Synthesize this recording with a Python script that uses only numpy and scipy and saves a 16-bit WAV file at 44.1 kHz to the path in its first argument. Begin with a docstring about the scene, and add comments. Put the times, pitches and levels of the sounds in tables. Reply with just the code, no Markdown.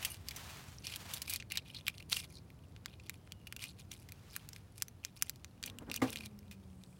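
"""Beside a parked car, someone steps and shuffles on gritty ground, close to the microphone.
Stones grind, knock and scrape under the shoes, grit snaps, clothing brushes and keys jingle at the start.
Late on, a car panel takes one dull blow and rings briefly. Behind it all, distant traffic rumbles,
one vehicle hums past with falling pitch, insects hiss faintly and a far bird whistles once."""
import sys
import numpy as np
from scipy import signal
from scipy.fft import rfft, irfft, next_fast_len
from scipy.io import wavfile
from scipy.ndimage import map_coordinates

SR = 44100
rng = np.random.default_rng(int(sys.argv[2]) if len(sys.argv) > 2 else 0)


def to_wav(s):
    """Save 16-bit WAV."""
    ch = np.atleast_2d(s).T  # columns
    pcm = np.round(np.clip(ch, -1, 1) * 32767)  # PCM
    wavfile.write(sys.argv[1], SR, pcm.astype(np.int16))


N = 308259
TIME = np.arange(N) / SR


def amp(db):
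    """Decibels to gain."""
    return 10 ** (np.asarray(db) / 20)


def unit(x):
    """Scale to rms 1."""
    return x / np.sqrt(np.mean(x ** 2) + 1e-20)


def curves(rows):
    """Automation: one value per sample for each column after the time."""
    times, *columns = np.transpose(rows)
    return [np.interp(TIME, times, column) for column in columns]


def swells(rows):
    """A gain envelope of bell-shaped strokes."""
    return sum(amp(db) * np.exp(-((TIME - middle) / half) ** 2) for middle, half, db in rows)


def wobble(rate):
    """Smooth random modulation, rate knots a second."""
    knots = rng.standard_normal(int(N * rate / SR) + 4)
    return map_coordinates(knots, [np.arange(N) * rate / SR])


def filtered(x, response):
    """Pass x through a complex frequency response."""
    size = next_fast_len(len(x) + 2048)
    return irfft(rfft(x, size) * response(np.fft.rfftfreq(size, 1 / SR)), size)[:len(x)]


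def coloured(x, spectrum):
    """EQ x through (f/Hz, level/dB) points and scale it to rms 1."""
    hz, db = np.transpose(spectrum)
    return unit(filtered(x, lambda f: amp(np.interp(np.log(f + 1), np.log(hz), db))))


def resonance(f, hz, q):
    """Response of one damped mode."""
    return 1j * f * hz / q / (hz * hz - f * f + 1j * f * hz / q)


def highpass(f, hz):
    """Response of a second-order low cut."""
    return -f * f / (hz * hz - f * f + 1j * f * hz * np.sqrt(2))


def band_limit(f, top_hz=16200):
    """Response of a steep, smooth-edged high cut."""
    return 1 / np.sqrt(1 + (f / top_hz) ** 120)


def band(x, hz, q):
    """A narrow band of x, at rms 1."""
    return unit(filtered(x, lambda f: resonance(f, hz, q) ** 2))


def add(track, s, sound):
    """Mix a sound into the track at s seconds."""
    i = max(round(s * SR), 0)
    track[i:i + len(sound)] += sound[:N - i]


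def ringing(modes, t, scatter_db):
    """Decaying modes, at slightly new strengths for every hit."""
    return sum(amp(db + scatter_db * rng.standard_normal() - 60 * t / t60) * np.sin(2 * np.pi * hz * t)
               for hz, db, t60 in modes)


def distant_tone(glide, partials, blur, blur_hz):
    """A gliding tone with (multiple, gain/dB) partials; scattered paths blur each into a narrow band."""
    hz, db = curves(glide)
    phase = 2 * np.pi * np.cumsum(hz) / SR
    gate = (TIME >= glide[0][0]) & (TIME <= glide[-1][0])
    out = np.zeros(N)
    for multiple, gain_db in partials:
        paths = 1 + blur * (wobble(blur_hz) + 1j * wobble(blur_hz))
        out += amp(db + gain_db) * np.imag(paths * np.exp(1j * multiple * phase))
    return gate * out


def traffic():
    """The bed: distant traffic rumble drifts in level under a steady hiss of air."""
    # outdoor noise colour: f/Hz, relative level/dB
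    air_eq = [(20, -37), (35, -12.5), (55, -4), (90, 3), (150, -4), (250, -12), (500, -20.5), (1000, -26.5),
              (2000, -34), (5000, -38), (9000, -43.5), (10800, -45), (16000, -42.5)]
    # fader ride on the rumble: t/s, level/dB
    rumble_ride = [(0, -55), (2.3, -55), (4.2, -56), (5.3, -58), (5.75, -55), (7, -57.5)]
    air = coloured(rng.standard_normal(N), air_eq)
    rumble = filtered(air, lambda f: 1 / (1 + (f / 900) ** 2))
    hiss = air - rumble
    return amp(curves(rumble_ride)[0]) * rumble + amp(-56.5) * hiss


def insects():
    """Far insects merge into two high bands: a thin, steady one and a wider one that swells late."""
    # the late swell: middle t/s, half-length/s, level/dB
    shrills = [(6.92, 0.29, -77)]
    steady = amp(-87) * band(rng.standard_normal(N), hz=9900, q=11)
    return steady + swells(shrills) * band(rng.standard_normal(N), hz=8350, q=2.5)


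def bird():
    """One far whistle lifts and falls, blurred on its way."""
    # the whistle: t/s, f/Hz, level/dB
    glide = [(3.14, 3000, -98), (3.24, 3160, -82), (3.36, 2880, -81.5), (3.6, 2790, -79)]
    return distant_tone(glide, [(1, 0)], blur=0.99, blur_hz=216)


def vehicle():
    """A vehicle's hum falls in pitch as it passes."""
    # the hum: t/s, f/Hz, level/dB before the partials' gains
    glide = [(5.4, 242.2, -90), (5.68, 238, -65), (5.95, 231, -58.5), (6.15, 221.2, -61.5),
             (6.3, 209.3, -57), (6.5, 198.4, -60), (6.7, 189, -59.5), (7, 181, -63.5)]
    return distant_tone(glide, [(1, 4), (2, -16.0)], blur=0.31, blur_hz=29.4)


def clothing():
    """Fabric slides over fabric in soft, slightly scratchy swells."""
    # sweeps of clothing: middle t/s, half-length/s, level/dB
    brushes = [(.03, 0.094, -53), (.49, 0.23, -53), (1.08, .15, -52.5), (4.35, 0.3, -66.5)]
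    # fabric colour: f/Hz, relative level/dB
    cloth_eq = [(250, -4), (500, -1.5), (850, 4.5), (1500, 3), (3000, 2), (6000, -3), (12000, -9),
                (16000, -9.5)]
    scratch = amp(1.54 * wobble(66) + 1.3 * wobble(700))
    return swells(brushes) * scratch * coloured(rng.standard_normal(N), cloth_eq)


def keys():
    """Small metal, like keys, gives a brief, thin jingle; every touch favours other modes."""
    # touches: t/s, level/dB
    jingles = [(.032, -53), (0.066, -50), (0.102, -40), (.117, -44), (.135, -55)]
    # modes of the metal: f/Hz, relative level/dB, t60/s
    modes = [(2880, -10, 0.074), (4650, -18.5, 0.1), (6230, -12, 0.036), (9460, 2.5, 0.044),
             (12500, -7, 0.066)]
    out, t = np.zeros(N), np.arange(SR // 2) / SR
    for s, db in jingles:
        add(out, s, amp(db) * ringing(modes, t, scatter_db=1.5))
    return out * amp(1.5 * wobble(245))


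def panel():
    """Soft rubs and a cushioned blow on the car: high modes speak first, heavy low ones build later."""
    # the blow: t/s, level/dB
    blows = [(6.0185, -25.5)]
    # modes of the panel and the cavity behind it: f/Hz, relative level/dB, t60/s
    modes = [(120.3, -3.5, 0.17), (259.3, 4, 0.13), (319.5, -5.5, 0.17), (376, -14, 0.21), (443, -13, 0.21),
             (497, -7.5, 0.16), (632, -20.5, 0.24), (748, -16, .13), (820, -14, 0.17), (920, -23, 0.16),
             (1072, -1.5, 0.044), (1210, -15, 0.084), (1960, -6.5, 0.042), (2140, -10, 0.034)]
    # colour of the blow's rattle: f/Hz, relative level/dB
    thud_eq = [(50, -33), (100, 0.5), (300, -17), (520, -8), (1100, -11), (1400, -16), (2100, -18.5),
               (4000, -25), (16000, -36.5)]
    # rubs around the blow: middle t/s, half-length/s, level/dB
    rubs = [(5.71, 0.083, -58.5), (5.825, 0.016, -51), (5.9, 0.023, -47.5), (6.09, 0.21, -59)]
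    # colour of the rubs: f/Hz, relative level/dB
    rub_eq = [(100, 3), (250, 4), (550, -3.5), (900, -10), (1600, -12.5), (4000, -38)]
    out, t = np.zeros(N), np.arange(SR // 2) / SR
    for s, db in blows:
        ring = np.zeros(len(t))
        for k, mode in enumerate(modes):
            attack = 1 - np.exp(-(t * mode[0] / 1.76) ** 2)  # opens over about two cycles
            ring += (-1) ** k * ringing([mode], t, scatter_db=0.5) * attack
        burst = amp(-60 * t / 0.19) * (1 - np.exp(-t / 0.0016))
        rattle = coloured(rng.standard_normal(len(t)), thud_eq) * burst
        add(out, s, amp(db) * ring)
        add(out, s - 0.002, amp(db - 6.5) * rattle)
    return out + swells(rubs) * coloured(rng.standard_normal(N), rub_eq)


def scrapes():
    """A dragged pebble judders and rings at its own pitch for a moment."""
    # drags: middle t/s, level/dB, f/Hz
    drags = [(.875, -47, 4430), (1.762, -51.5, 3940), (2.359, -59, 4250), (3.68, -55.5, 4250)]
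    judder = unit(rng.standard_normal(N) * amp(9.2 * wobble(200)))
    return sum(swells([(s, 0.033, db)]) * band(judder, hz, q=5) for s, db, hz in drags)


def contact(body_db, hz, crack_db, chatter_t60, chatter, q, broad, broad_hz, low_cut_hz):
    """A spike and a chatter of micro-slips ring a stone and give off a bright crack, mixed half each."""
    t = np.arange(SR // 25) / SR
    force = chatter * rng.standard_normal(len(t)) * rng.exponential(size=len(t))
    force *= amp(-60 * t / chatter_t60)
    force[0] += 1
    overtone_hz = hz * rng.uniform(1.3, 1.6)
    modes = lambda f: resonance(f, hz, q) + 0.11 * resonance(f, overtone_hz, q)
    stone = lambda f: modes(f) + broad * resonance(f, broad_hz, 0.53)
    # small things radiate little bass
    body = filtered(force, lambda f: stone(f) * highpass(f, low_cut_hz) * resonance(f, 2500, 0.61))
    crack = filtered(force, lambda f: highpass(f, 5700) ** 2 * resonance(f, 9500, 0.85) * band_limit(f))
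    return (amp(body_db) * unit(body) + amp(crack_db) * unit(crack)) / 2


def snaps():
    """A faint tick leads into each sharp snap of grit."""
    # dry snaps: t/s, body drive/dB, f/Hz, crack drive/dB
    breaks = [(1.4247, -51, 2270, -72), (2.5032, -62.5, 2310, -70), (2.7638, -58.5, 1410, -85),
              (2.8591, -43.5, 2190, -49.5), (3.096, -43.5, 2280, -44.5), (3.275, -63.5, 1460, -85),
              (3.3212, -48.5, 3080, -52.5), (3.5252, -46.5, 2330, -50), (4.3641, -44, 1800, -40.5),
              (4.8225, -37.5, 5200, -35), (5.0495, -41, 5400, -43.5), (5.2237, -35.5, 4900, -30.5),
              (5.296, -43.5, 4800, -40.5), (5.4457, -50.5, 4350, -57)]
    lead_s, lead_gain_db = 0.011, -22.5
    out = np.zeros(N)
    for s, body_db, hz, crack_db in breaks:
        snap = contact(body_db, hz, crack_db, chatter_t60=0.004, chatter=0.14,
                       q=4.5, broad=0.47, broad_hz=2050, low_cut_hz=880)
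        lead_tick = contact(body_db, 2860, crack_db - 9, chatter_t60=0.046, chatter=0.35,
                            q=5, broad=0.3, broad_hz=3200, low_cut_hz=1500)
        add(out, s, snap)
        add(out, s - lead_s, amp(lead_gain_db) * lead_tick)
    return out


def stones():
    """Pebbles slip and knock against each other, each with its own pitch."""
    # the loudest knocks: t/s, body drive/dB, f/Hz, crack drive/dB, chatter t60/s
    knocks = [(0.0268, -43.5, 2770, -48, 0.043), (0.049, -35.5, 2800, -34, 0.038),
              (0.2854, -42.5, 4550, -44, .024), (0.309, -46, 2340, -50.5, 0.041),
              (0.3618, -46, 5900, -46.5, 0.05), (0.8692, -41.5, 4600, -49, 0.0069),
              (0.9382, -46, 3120, -62, 0.01), (0.96, -45.5, 3130, -43.5, 0.029),
              (1.1366, -43.5, 3450, -39.5, 0.034), (1.2182, -43, 4530, -41.5, 0.031),
              (1.2969, -43, 4300, -37, 0.084), (1.337, -46, 3770, -37.5, 0.0059),
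              (1.36, -42, 4070, -41, 0.021), (1.4, -46, 2830, -59, 0.036), (1.502, -55, 4270, -61, .008),
              (1.52, -39.5, 2740, -42, 0.016), (1.5552, -46.5, 2370, -50.5, 0.031),
              (1.5729, -33.5, 3840, -40, 0.022), (1.7467, -51.5, 4240, -68, 0.007),
              (1.8674, -42, 3100, -52, 0.0069), (1.8816, -32, 2340, -38, 0.0033),
              (1.9815, -53, 3420, -61, 0.0067), (2.0255, -57.5, 2800, -64, 0.0098),
              (2.098, -56, 4500, -52, 0.015), (2.1288, -29.5, 4160, -38.5, 0.0073),
              (2.167, -36.5, 2760, -42, 0.024), (2.998, -57.5, 2640, -77, 0.018),
              (3.4704, -49, 2700, -54.5, 0.023), (3.5643, -48.5, 2700, -49.5, 0.0096),
              (3.6403, -44.5, 2500, -47.5, 0.0025), (3.917, -49, 5760, -53, 0.015),
              (4.0883, -56.5, 2090, -59.5, 0.023), (4.1214, -54.5, 2520, -51.5, 0.0029),
              (4.4894, -54.5, 4840, -50.5, 0.005), (4.532, -52.5, 5160, -56.5, 0.0076),
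              (4.5621, -53, 2290, -57.5, 0.0068), (4.883, -53.5, 6050, -54.5, 0.0056),
              (5.359, -62, 4800, -64, 0.0098), (5.6285, -46.5, 5500, -49, .002),
              (5.6382, -41, 4360, -50, 0.0076), (5.661, -47, 6000, -44, .027),
              (5.6992, -51, 3600, -58, .009), (5.7867, -50.5, 2830, -52, 0.0014),
              (5.8995, -50, 2760, -64, .005), (5.9148, -40, 2700, -46, 0.017),
              (5.942, -43.5, 3180, -45, .002), (5.9615, -42.5, 6100, -40, 0.02),
              (6.1035, -55, 5350, -48.5, 0.0064), (6.129, -46.5, 2526, -48, .012),
              (6.1589, -42, 2720, -48, .005), (6.172, -47, 3800, -55, 0.0032),
              (6.26, -54, 5150, -53.5, 0.0037), (6.39, -62, 5500, -62, 0.0058),
              (6.5116, -53, 2470, -55.5, 0.11), (6.8372, -60.5, 3750, -64, 0.0018)]
    out = np.zeros(N)
    for s, body_db, hz, crack_db, chatter_t60 in knocks:
        knock = contact(body_db, hz, crack_db, chatter_t60, chatter=0.35,
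                        q=9.8, broad=0.26, broad_hz=3220, low_cut_hz=1670)
        add(out, s, knock)
    return out


def weight(start, hold, press_s=0.007, lift_s=0.017):
    """A shoe's load builds up before the start, holds, then dies away as it lifts."""
    t = TIME - start
    return np.exp(np.minimum(t, 0) / press_s - np.maximum(t - hold, 0) / lift_s)


def grains(share, rate, spread_db, centre_hz, octaves, ring_cycles):
    """Tiny uneven fractures: their bare impulses, and the short rings of the stones they strike."""
    count = int(rate * N / SR)
    when, pitch, size, luck = rng.random((count, 4)).T
    onset = (when * N).astype(int)
    age = np.arange(256)
    cycles = centre_hz * 2 ** (octaves * (pitch[:, None] - 0.5)) * age / SR
    breaks = (luck < share[onset]) / np.sqrt(share[onset])  # fewer fractures share the same energy
    strength = breaks * amp(spread_db * size ** 4) * (-1) ** np.arange(count)
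    rings = strength[:, None] * np.sin(2 * np.pi * cycles) * amp(-60 * cycles / ring_cycles)
    ring_track = np.bincount((onset[:, None] + age).ravel(), rings.ravel())[:N]
    return np.bincount(onset, strength, N), ring_track


def crunch():
    """The sole grinds stones and crushes sand: dense under full weight, sparser ticks under less."""
    # a shoe presses or twists: start t/s, hold/s, grind level/dB, sand level/dB
    shuffles = [(0.018, 0.14, -59.5, -56.5), (0.665, 0.17, -66.5, -64.5), (0.846, 0.09, -49.5, -51.5),
                (1.099, 0.078, -54, -52), (1.265, 0.025, -54, -51.5), (1.296, 0.054, -46, -48),
                (1.507, 0.077, -50, -64), (1.663, .13, -58.5, -66), (1.864, 0.024, -51, -56),
                (1.938, 0.054, -60.5, -67), (2.111, 0.089, -47, -45.5), (2.203, 0.045, -53.5, -58),
                (2.303, 0.064, -62, -61), (2.888, 0.044, -59.5, -73.5), (3.03, 0.15, -72, -73.5),
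                (3.604, 0.091, -54, -55.5), (3.785, 0.018, -57, -58), (3.914, 0.023, -55, -55.5),
                (3.96, 0.069, -77, -69.5), (4.308, 0.075, -61.5, -62.5), (4.538, 0.019, -66, -60),
                (4.772, 0.0071, -68, -55), (5.034, 0.033, -61.5, -68), (5.164, 0.027, -66.5, -66.5),
                (5.245, 0.034, -60, -66), (5.64, 0.038, -54, -60.5), (5.934, 0.04, -53, -59),
                (6.075, 0.19, -55, -59.5)]
    # colour of grinding stones: f/Hz, relative level/dB
    grind_eq = [(400, -16.5), (1000, -7.5), (1750, -11), (2500, 2.5), (3400, 0.5), (4400, -1.5),
                (6200, -13), (8000, -25.5), (16000, -25.5)]
    # colour of crushed sand: f/Hz, relative level/dB
    sand_eq = [(2500, -3), (5000, 8), (7000, 4.5), (10000, 9.5), (13000, 4), (16000, -0.5)]
    grind_gain, sand_gain = amp(-81.5), amp(-83.5)  # grit ticks even under a resting foot
    for start, hold, grind_db, sand_db in shuffles:
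        load = weight(start, hold)
        grind_gain = np.maximum(grind_gain, amp(grind_db) * load)
        sand_gain = np.maximum(sand_gain, amp(sand_db) * load)
    full_weight_db, lightest_share = -46, 0.11
    share = np.clip(grind_gain / amp(full_weight_db), lightest_share, 1)  # of the grains that break
    stick_slip = unit(amp(4.5 * wobble(130)))  # the sole catches and lets go unevenly
    cracks, rings = grains(share, rate=1800, spread_db=14.5, centre_hz=3566, octaves=1.53, ring_cycles=32)
    _, specks = grains(share, rate=3000, spread_db=13.5, centre_hz=8230, octaves=1.9, ring_cycles=35)
    grind = unit(rings) + 1.17 * unit(cracks)  # bare fractures reach far below the stones' pitch
    hiss = rng.standard_normal(N)  # the finest grains merge
    sand = 0.73 * unit(cracks) + 0.76 * unit(specks) + 0.18 * hiss
    return stick_slip * (grind_gain * coloured(grind, grind_eq) + sand_gain * coloured(sand, sand_eq))


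def reflections(x):
    """The car's side and the ground answer within milliseconds; the yard adds a faint, darker tail."""
    t = np.arange(SR // 3) / SR
    early = rng.standard_normal(len(t)) * amp(-60 * t / 0.023) * (t > 0.002)
    tail = rng.standard_normal(len(t)) * amp(-60 * t / 0.23) * (t > 0.008)
    dark_tail = filtered(tail / np.linalg.norm(tail), lambda f: 1 / (1 + 1j * f / 5000))
    response = amp(-12.5) * early / np.linalg.norm(early) + amp(-27) * dark_tail
    return signal.fftconvolve(x, response)[:N]


def scene():
    """Footwork, keys and panel with their reflections, plus dry clothing, over the outdoor bed in mono."""
    near = stones() + snaps() + crunch() + scrapes() + keys() + panel()
    foreground = near + reflections(near) + clothing()
    background = traffic() + vehicle() + bird() + insects()
    return (foreground + background)[None]


def record(dry):
    """The small microphone loses the deepest bass, and the recorder cuts the very top."""
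    response = lambda f: abs(highpass(f, 36.5)) ** 2 * band_limit(f)
    return np.array([filtered(channel, response) for channel in dry])


dry = scene()
out = record(dry)
to_wav(out)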